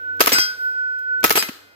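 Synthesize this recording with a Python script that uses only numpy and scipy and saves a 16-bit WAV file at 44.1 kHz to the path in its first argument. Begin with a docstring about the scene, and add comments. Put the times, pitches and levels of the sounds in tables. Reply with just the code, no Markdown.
"""First a steel plate hums over faint open-range air, an engine drone and a thin whine: drifting sines and noise.
Then a suppressed rifle fires two rounds and, a second later, three. Each is a dull pop of shaped noise with a
short ring from the can, and the bolt clatters as brief noise knocks. About a tenth of a second after the shots
begin, hits on the hanging plate splash, thud and ring as fading sines. Trees return a short tail of noisy echoes."""
import sys
import numpy as np
from scipy import signal
from scipy.fft import rfft, irfft
from scipy.io import wavfile
from scipy.ndimage import uniform_filter1d

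SR = 44100
rng = np.random.default_rng(int(sys.argv[2]) if len(sys.argv) > 2 else 0)


def wav_out(sig):
    """Save sig, one row per channel (or a flat mono array), as 16-bit PCM at SR to the path in sys.argv[1]."""
    wavfile.write(sys.argv[1], SR, np.round(np.clip(np.atleast_2d(sig).T, -1, 1) * 32767).astype(np.int16))


N = 77175  # 1.75 seconds

# lowest hum of the swinging plate: [t/s, f/Hz, level/dB, how far the left lags/radians]
HUM = [(0, 1494, -31.5, 3.04), (.1, 1490, -22.5, 2.33), (.16, 1487, -26, 2.76), (.21, 1513, -27.5, 2.04),
       (.31, 1522, -51, 2.1), (.36, 1485, -15.5, 2.38), (.45, 1483, -26, 1.9), (.5, 1485.5, -23, 2.54),
       (.55, 1485.5, -32, 0.92), (.572, 1484, -38, 2.3), (.6, 1483, -24.5, 2.66), (.67, 1488, -17.5, 2.56),
       (.735, 1480, -24.5, 2.97), (.79, 1490, -19.5, 2.4), (.9, 1487, -21.5, 2.45),
       (1.04, 1494, -25.5, 2.52), (1.13, 1488, -17.5, 2.34), (1.2, 1498, -20.5, 2.51),
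       (1.29, 1457, -38, 0.8), (1.34, 1495, -62, 2.4), (1.5, 1489, -76, 2.4), (1.62, 1488, -55, 1.84),
       (1.75, 1437, -54, 2.4)]
# colour of the air and leaves: [f/Hz, level per Hz/dB]
AIR_SPECTRUM = [(30, -17.5), (95, -12), (190, -10.5), (450, -1), (900, -8.5), (1800, -12), (3000, -14),
                (6000, -24.5), (9400, -35), (12000, -26), (14800, -21), (16500, -47)]
# background over time, before the layers are weighted: [t/s, air level/dB, drone level/dB]
BACKGROUND_LEVEL = [(0, -62.5, -58), (.19, -63.5, -48.5), (.24, -46.5, -54), (.45, -58.5, -59.5),
                    (.75, -64, -64), (1.03, -67, -66), (1.1, -64, -59), (1.23, -62, -52.5), (1.3, -50, -49),
                    (1.5, -57, -62.5), (1.75, -65, -70.5)]
# tones of the engine drone, relative to its level: [f/Hz, level/dB]
DRONE = [(94.5, -3), (285, -3.5), (475, -2)]
# thin high whine: [t/s, level/dB]
WHINE = [(0, -78), (.5, -59), (.66, -53.5), (.8, -67), (1.2, -68), (1.75, -89)]
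# rounds fired: [t/s, gas level/dB, thump level before halving/dB, pop length/s]
ROUNDS = [(.2048, -4.5, -15, .012), (0.2705, -10, -17, 0.013), (1.2396, -4.5, -12.5, 0.013),
          (1.3045, -9, -19, 0.0094), (1.3723, -12.5, -21, 0.0084)]
# colour of the gas pop: [f/Hz, level per Hz/dB]
GAS_SPECTRUM = [(24, -50), (40, -32.5), (406, -5), (1170, -4), (2370, -7), (3050, -8), (3920, -15),
                (5440, -10), (8560, -28), (9240, -22.5), (11000, -13.5), (14900, -11), (16500, -41.5)]
# ringing of the suppressor can, relative to the thump: [f/Hz, level/dB, time to fade 60 dB/s]
CAN_MODES = [(315, -9.5, 0.066), (443, 12, 0.018), (950, -9.5, 0.006), (1269, 3, 0.03), (1290, 5.5, 0.054),
             (1860, -9, 0.012)]
# when the three puffs of gas leave the can, after the shot: [t/s]
CAN_PUFFS = [0, .0025, 0.007064]
# trigger, hammer, bolt and sling knocks, and one late bullet hit: [t/s, level/dB, decay/s, brightness/dB per
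# octave]
KNOCKS = [(0.166, -51, 0.0077, 4.5), (.755, -59.5, 0.045, -2), (0.986, -47, 0.012, 6),
          (1.204, -43.5, .006, 4.5), (1.4866, -20.5, 0.0051, -3), (0.1951, -22.5, 0.0058, -2.5),
          (0.2215, -11, 0.0042, 1), (0.243, -21, 0.0027, -3), (.2604, -4, 0.002, 2.5),
          (0.288, -15.5, 0.015, 0.5), (.3100, -23, 0.023, .3), (.3255, -9, 0.0081, 9.5),
          (1.2304, -18, 0.004, -3), (1.2590, -16.5, 0.0032, -2), (1.2790, -35, .004, 11),
          (1.296, -6, 0.0013, 2), (1.323, -12, 0.0043, 8), (1.4253, -5.5, 0.001, -1.6),
          (1.64, -60, .002, -35)]
# colour of the rifle's action, before any tilt: [f/Hz, level per Hz/dB]
ACTION_SPECTRUM = [(60, -43), (250, -7.5), (1000, -6.5), (2100, 0), (4200, -4.5), (6500, -6), (9300, -15.5),
                   (11500, -8.5), (14500, -4.5), (16500, -33.5)]
# bands of the tree echo, relative to each other: [f/Hz, time to fade 60 dB/s, level/dB]
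TREE_BANDS = [(100, .35, -3.5), (370, 0.72, -8), (1543, 0.49, 2.5), (4040, 0.59, 0.5), (8460, 0.52, 0),
              (15000, 0.38, 3)]
# strikes on the plate: [t/s, splash level/dB, splash decay/s, share of full ring length,
# then one ring level/dB for each frequency in STRIKE_HZ]
STRIKES = [(.3190, -11.5, 0.028, 0.86, -29.5, -20, -48, -23.5, -17.5, -16.5, -30.5, -12.5, -32.5, -40.5),
           (0.384, -6, 0.0054, 0.67, -38, -37.5, -25, -37, -20.5, -17, -29.5, -39.5, -29, -28.5),
           (1.3547, -12, 0.024, 0.67, -50, -21.5, -41.5, -38, -34, -25.5, -29, -21, -17, -19),
           (1.382, -23.5, 0.019, 0.27, -49, -49, -35, -23, -16, -38, -40, -10, -44, -42),
           (1.4260, -18, 0.011, .5, -35, -33, -48.5, -36, -65, -54, -58, -42, -40, -38)]
# frequencies at which each strike's ring level is given: [f/Hz]
STRIKE_HZ = [2069, 2484, 3225, 3927, 4901, 5790, 7600, 8036, 11200, 13400]
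# pitches of the plate's modes: [f/Hz]
PLATE_HZ = [2069, 2484, 3225, 3927, 4901, 5767, 5815, 7517, 7742, 8036, 8305, 11057, 11490, 12570, 13360,
            14390]
# the same modes, added to or shortened by each strike: [level/dB, full time to fade 60 dB/s, swell/s]
PLATE_MODES = [(9, 0.26, 0.0038), (-2.5, 0.27, 0.012), (4, 0.29, 0.014), (-4.5, 0.36, .008),
               (4, .34, 0.013), (-3.3, .33, 0.017), (-2.5, 0.21, 0.004), (-2, 0.21, 0.0031),
               (-7.5, 0.332, 0.0092), (-1.6, .17, 0.0067), (-9, 0.24, 0.005), (-7, 0.29, .006),
               (4.5, 0.11, .004), (-13.5, 0.39, .006), (-5.5, .28, .01), (-9, .2, 0.0026)]
# dull thuds from the target bank: [t/s, level/dB, f/Hz, time to fade 60 dB/s]
THUDS = [(0.326, -20, 280, 0.028), (0.384, -22.5, 103.6, 0.039), (1.354, -15.5, 390, 0.02),
         (1.4915, -20, 262, 0.026)]

HUM_PAN_DB = -3  # left against right
AIR_FLICKER_DB, DRONE_WAVER_DB, WHINE_WAVER_DB, WHINE_HZ = 2, 3, 4.9, 11860
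RIFLE_LEFT_LAG_S, RIFLE_PAN_DB = -0.000273, 4  # a negative lag reaches the left first
RIFLE_WIDE = 0.86  # share of noise power that each microphone has to itself
LEAD_IN_S = .002  # silence ahead of each burst
GAS_RISE_S, GAS_GRAIN_DB = 0.00092, 6
GAS_TAIL_DB, GAS_TAIL_S = -7.5, .022  # hiss against pop
KNOCK_RISE = .4  # part of the decay time
TREES_DB, TREES_RISE_S = -14.5, 0.028
PLATE_LEFT_LAG_S, PLATE_PAN_DB = 0.000284, 3.5
PLATE_WOBBLE_DB, PLATE_ROUGH_DB = 1.5, 2.5  # slow waver; fast waver at 12 kHz
PLATE_TURN = 1.5  # above 1, the fade speeds up
PLATE_AFTER_DB, PLATE_AFTER_S = -37, 4  # faint late ring; its 60 dB fade at 4 kHz for a full-length ring
PLATE_ECHO = 0.11  # gain of the ring into the trees
MIC_LOW_HZ, TOP_HZ, CLIP_DRIVE = 135, 16200, 1.27


def undb(db):
    """Turn decibels into gain."""
    return 10 ** (np.asarray(db, float) / 20)


def clock():
    """Time in seconds for every sample."""
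    return np.arange(N) / SR


def curve(table, axis=1):
    """Join one column of a table over time, with rounded corners."""
    table = np.array(table, float)
    return uniform_filter1d(np.interp(clock(), table[:, 0], table[:, axis]), size=400)


def noise(table, size, tilt_db=0.):
    """Noise of rms 1, coloured by [f/Hz, level/dB] points and a tilt in dB per octave."""
    table = np.array(table, float)
    f = np.maximum(np.fft.rfftfreq(size, 1 / SR), 10)
    db = np.interp(np.log(f), np.log(table[:, 0]), table[:, 1]) + tilt_db * np.log2(f / 3000)
    x = irfft(rfft(rng.standard_normal(size)) * undb(db), size)
    return x / x.std()


def walk(rate, size):
    """Random levels, rate of them a second, joined by straight lines."""
    steps = rng.standard_normal(int(size / SR * rate) + 2)
    return np.interp(np.arange(size) / SR * rate, np.arange(len(steps)), steps)


def add(out, x, at):
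    """Mix x into out, starting at a time in seconds."""
    i = int(at * SR)
    x = x[..., :N - i]
    out[..., i:i + x.shape[-1]] += x


def place(x, lag, pan_db):
    """Set a sound between two microphones: the left hears it lag seconds late and pan_db louder."""
    f = np.fft.rfftfreq(len(x), 1 / SR)
    left = irfft(rfft(x) * np.exp(-2j * np.pi * f * lag), len(x))
    return np.array([left, x]) * undb([[pan_db / 2], [-pan_db / 2]])


def burst(table, shape, tilt_db=0., grain_db=0.):
    """Grainy shaped noise, partly shared by both microphones and partly their own."""
    grainy = shape * undb(grain_db * walk(1000, size=len(shape)))
    shared, left, right = (noise(table, len(shape), tilt_db) * grainy for _ in range(3))
    x = np.sqrt(1 - RIFLE_WIDE) * place(shared, RIFLE_LEFT_LAG_S, RIFLE_PAN_DB)
    x += np.sqrt(RIFLE_WIDE) * np.array([left, right])
    return x * np.sqrt(2 * np.sum(shape ** 2) / np.sum(x ** 2))  # same energy as the smooth shape


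def hum():
    """The plate's lowest mode outlasts the others; its pitch and level drift with the swing."""
    phase = 2 * np.pi * np.cumsum(curve(HUM, axis=1)) / SR
    left = undb(HUM_PAN_DB) * np.sin(phase - curve(HUM, axis=3))
    return np.sqrt(2) * undb(curve(HUM, axis=2)) * np.array([left, np.sin(phase)])


def field():
    """Noise makes air and leaves; wavering sines make a far engine drone and a thin whine."""
    t = clock()
    sides = np.array([noise(AIR_SPECTRUM, N) * undb(AIR_FLICKER_DB * walk(4, size=N)) for _ in range(2)])
    air = 0.71 * noise(AIR_SPECTRUM, N) + 2.11 * sides
    drone = sum(undb(db + DRONE_WAVER_DB * walk(9.1, size=N)) * np.sin(2 * np.pi * hz * t)
                for hz, db in DRONE)
    whine = undb(curve(WHINE) + WHINE_WAVER_DB * walk(25, size=N)) * np.sin(2 * np.pi * WHINE_HZ * t)
    background = undb(curve(BACKGROUND_LEVEL)) * air + undb(curve(BACKGROUND_LEVEL, axis=2)) * drone
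    return background + place(whine, .00002, 1.5)


def rifle():
    """Gas spits grainily from the can and makes it ring; trigger, hammer, bolt and sling knock, and a late
    bullet hit clicks."""
    out, t = np.zeros((2, N)), clock()[:4096] - LEAD_IN_S
    for at, gas_db, thump_db, length in ROUNDS:
        on = np.clip(t / GAS_RISE_S, 0, 1)
        pop = burst(GAS_SPECTRUM, on / (1 + (t / length) ** 10), grain_db=GAS_GRAIN_DB)
        hiss = burst(ACTION_SPECTRUM, on * np.exp(-t / GAS_TAIL_S), 1.2, grain_db=3.5)
        add(out, undb(gas_db) * (pop + undb(GAS_TAIL_DB) * hiss), at - LEAD_IN_S)
        for puff in CAN_PUFFS:
            ring = np.zeros(len(t))
            for hz, db, t60 in CAN_MODES:
                puff_hz = hz * (1 + 0.017 * rng.standard_normal())  # pitch differs a little each time
                ring += undb(db) * np.sin(2 * np.pi * puff_hz * t) * 1000 ** (-t / t60)
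            thump = place(on * ring, RIFLE_LEFT_LAG_S, RIFLE_PAN_DB)
            add(out, undb(thump_db) / 2 * thump, at + puff - LEAD_IN_S)
    for at, db, decay, tilt_db in KNOCKS:
        shape = np.clip(t / (KNOCK_RISE * decay), 0, 1) * np.exp(-t / decay)
        add(out, undb(db) * burst(ACTION_SPECTRUM, shape, tilt_db, grain_db=3.0), at - LEAD_IN_S)
    return out


def trees(x):
    """Trees scatter echoes: each channel is smeared by noise bands that fade at their own rates."""
    t, out = clock()[:SR], []
    for ear in x:
        echo = np.zeros(len(t))
        for hz, t60, db in TREE_BANDS:
            band = noise([(hz / 4, -30), (hz, 0), (hz * 4, -36)], SR)
            echo += band * np.sqrt(hz) * undb(db) * 1000 ** (-t / t60)
        echo *= 1 - np.exp(-t / TREES_RISE_S)
        out.append(signal.fftconvolve(ear, echo / np.sqrt(np.sum(echo ** 2)))[:N])
    return undb(TREES_DB) * np.array(out)


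def plate():
    """Lead splashes on steel and thuds; each mode swells, then fades ever faster as the plate turns away."""
    out, ring, turns = np.zeros((2, N)), np.zeros(N), rng.random(len(PLATE_MODES))
    for at, db, decay, share, *ring_db in STRIKES:
        start = int(at * SR)
        t = clock()[:N - start]
        splash = np.clip((t - LEAD_IN_S) / 0.00072, 0, 1) * np.exp(-t / decay)
        add(out, undb(db) * burst(ACTION_SPECTRUM, splash[:8192], -1.7, grain_db=1.5), at - LEAD_IN_S)
        for hz, turn, (mode_db, t60, swell) in zip(PLATE_HZ, turns, PLATE_MODES):
            wobble_db = PLATE_WOBBLE_DB * walk(30, size=N)
            rough_db = PLATE_ROUGH_DB * (hz / 12000) ** 2 * walk(250, size=N)
            level_db = mode_db + np.interp(hz, STRIKE_HZ, ring_db) + (wobble_db + rough_db)[:len(t)]
            fade = 1000 ** -(t / (t60 * share)) ** PLATE_TURN
            fade += undb(PLATE_AFTER_DB) * 1000 ** (-t * hz / 4000 / (PLATE_AFTER_S * share))
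            # every strike keeps a mode on one running phase
            tone = np.sin(2 * np.pi * (hz * (t + start / SR) + turn))
            add(ring, undb(level_db) * (1 - np.exp(-t / swell)) * fade * tone, at)
    for at, db, hz, t60 in THUDS:
        t = clock()[:N - int(at * SR)]
        thud = np.sin(-2 * np.pi * hz * t) * 1000 ** (-t / t60)
        add(out, undb(db) * thud * np.ones((2, 1)), at)
    return out, place(ring, PLATE_LEFT_LAG_S, PLATE_PAN_DB)


def scene():
    """Hum and field lie under the rifle and plate hits, thinned in the bass, with ring and echoes."""
    hits, ring = plate()
    low_cut = signal.butter(2, MIC_LOW_HZ, "high", fs=SR, output="sos")
    near = signal.sosfilt(low_cut, rifle() + hits)
    return hum() + field() + near + ring + trees(near + PLATE_ECHO * ring)


def record(dry):
    """The camera rounds the loudest peaks and cuts the top."""
    rounded = np.tanh(CLIP_DRIVE * dry) / CLIP_DRIVE
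    return signal.sosfilt(signal.ellip(8, .2, 70, TOP_HZ, fs=SR, output="sos"), rounded)


dry = scene()
out = record(dry)
wav_out(out)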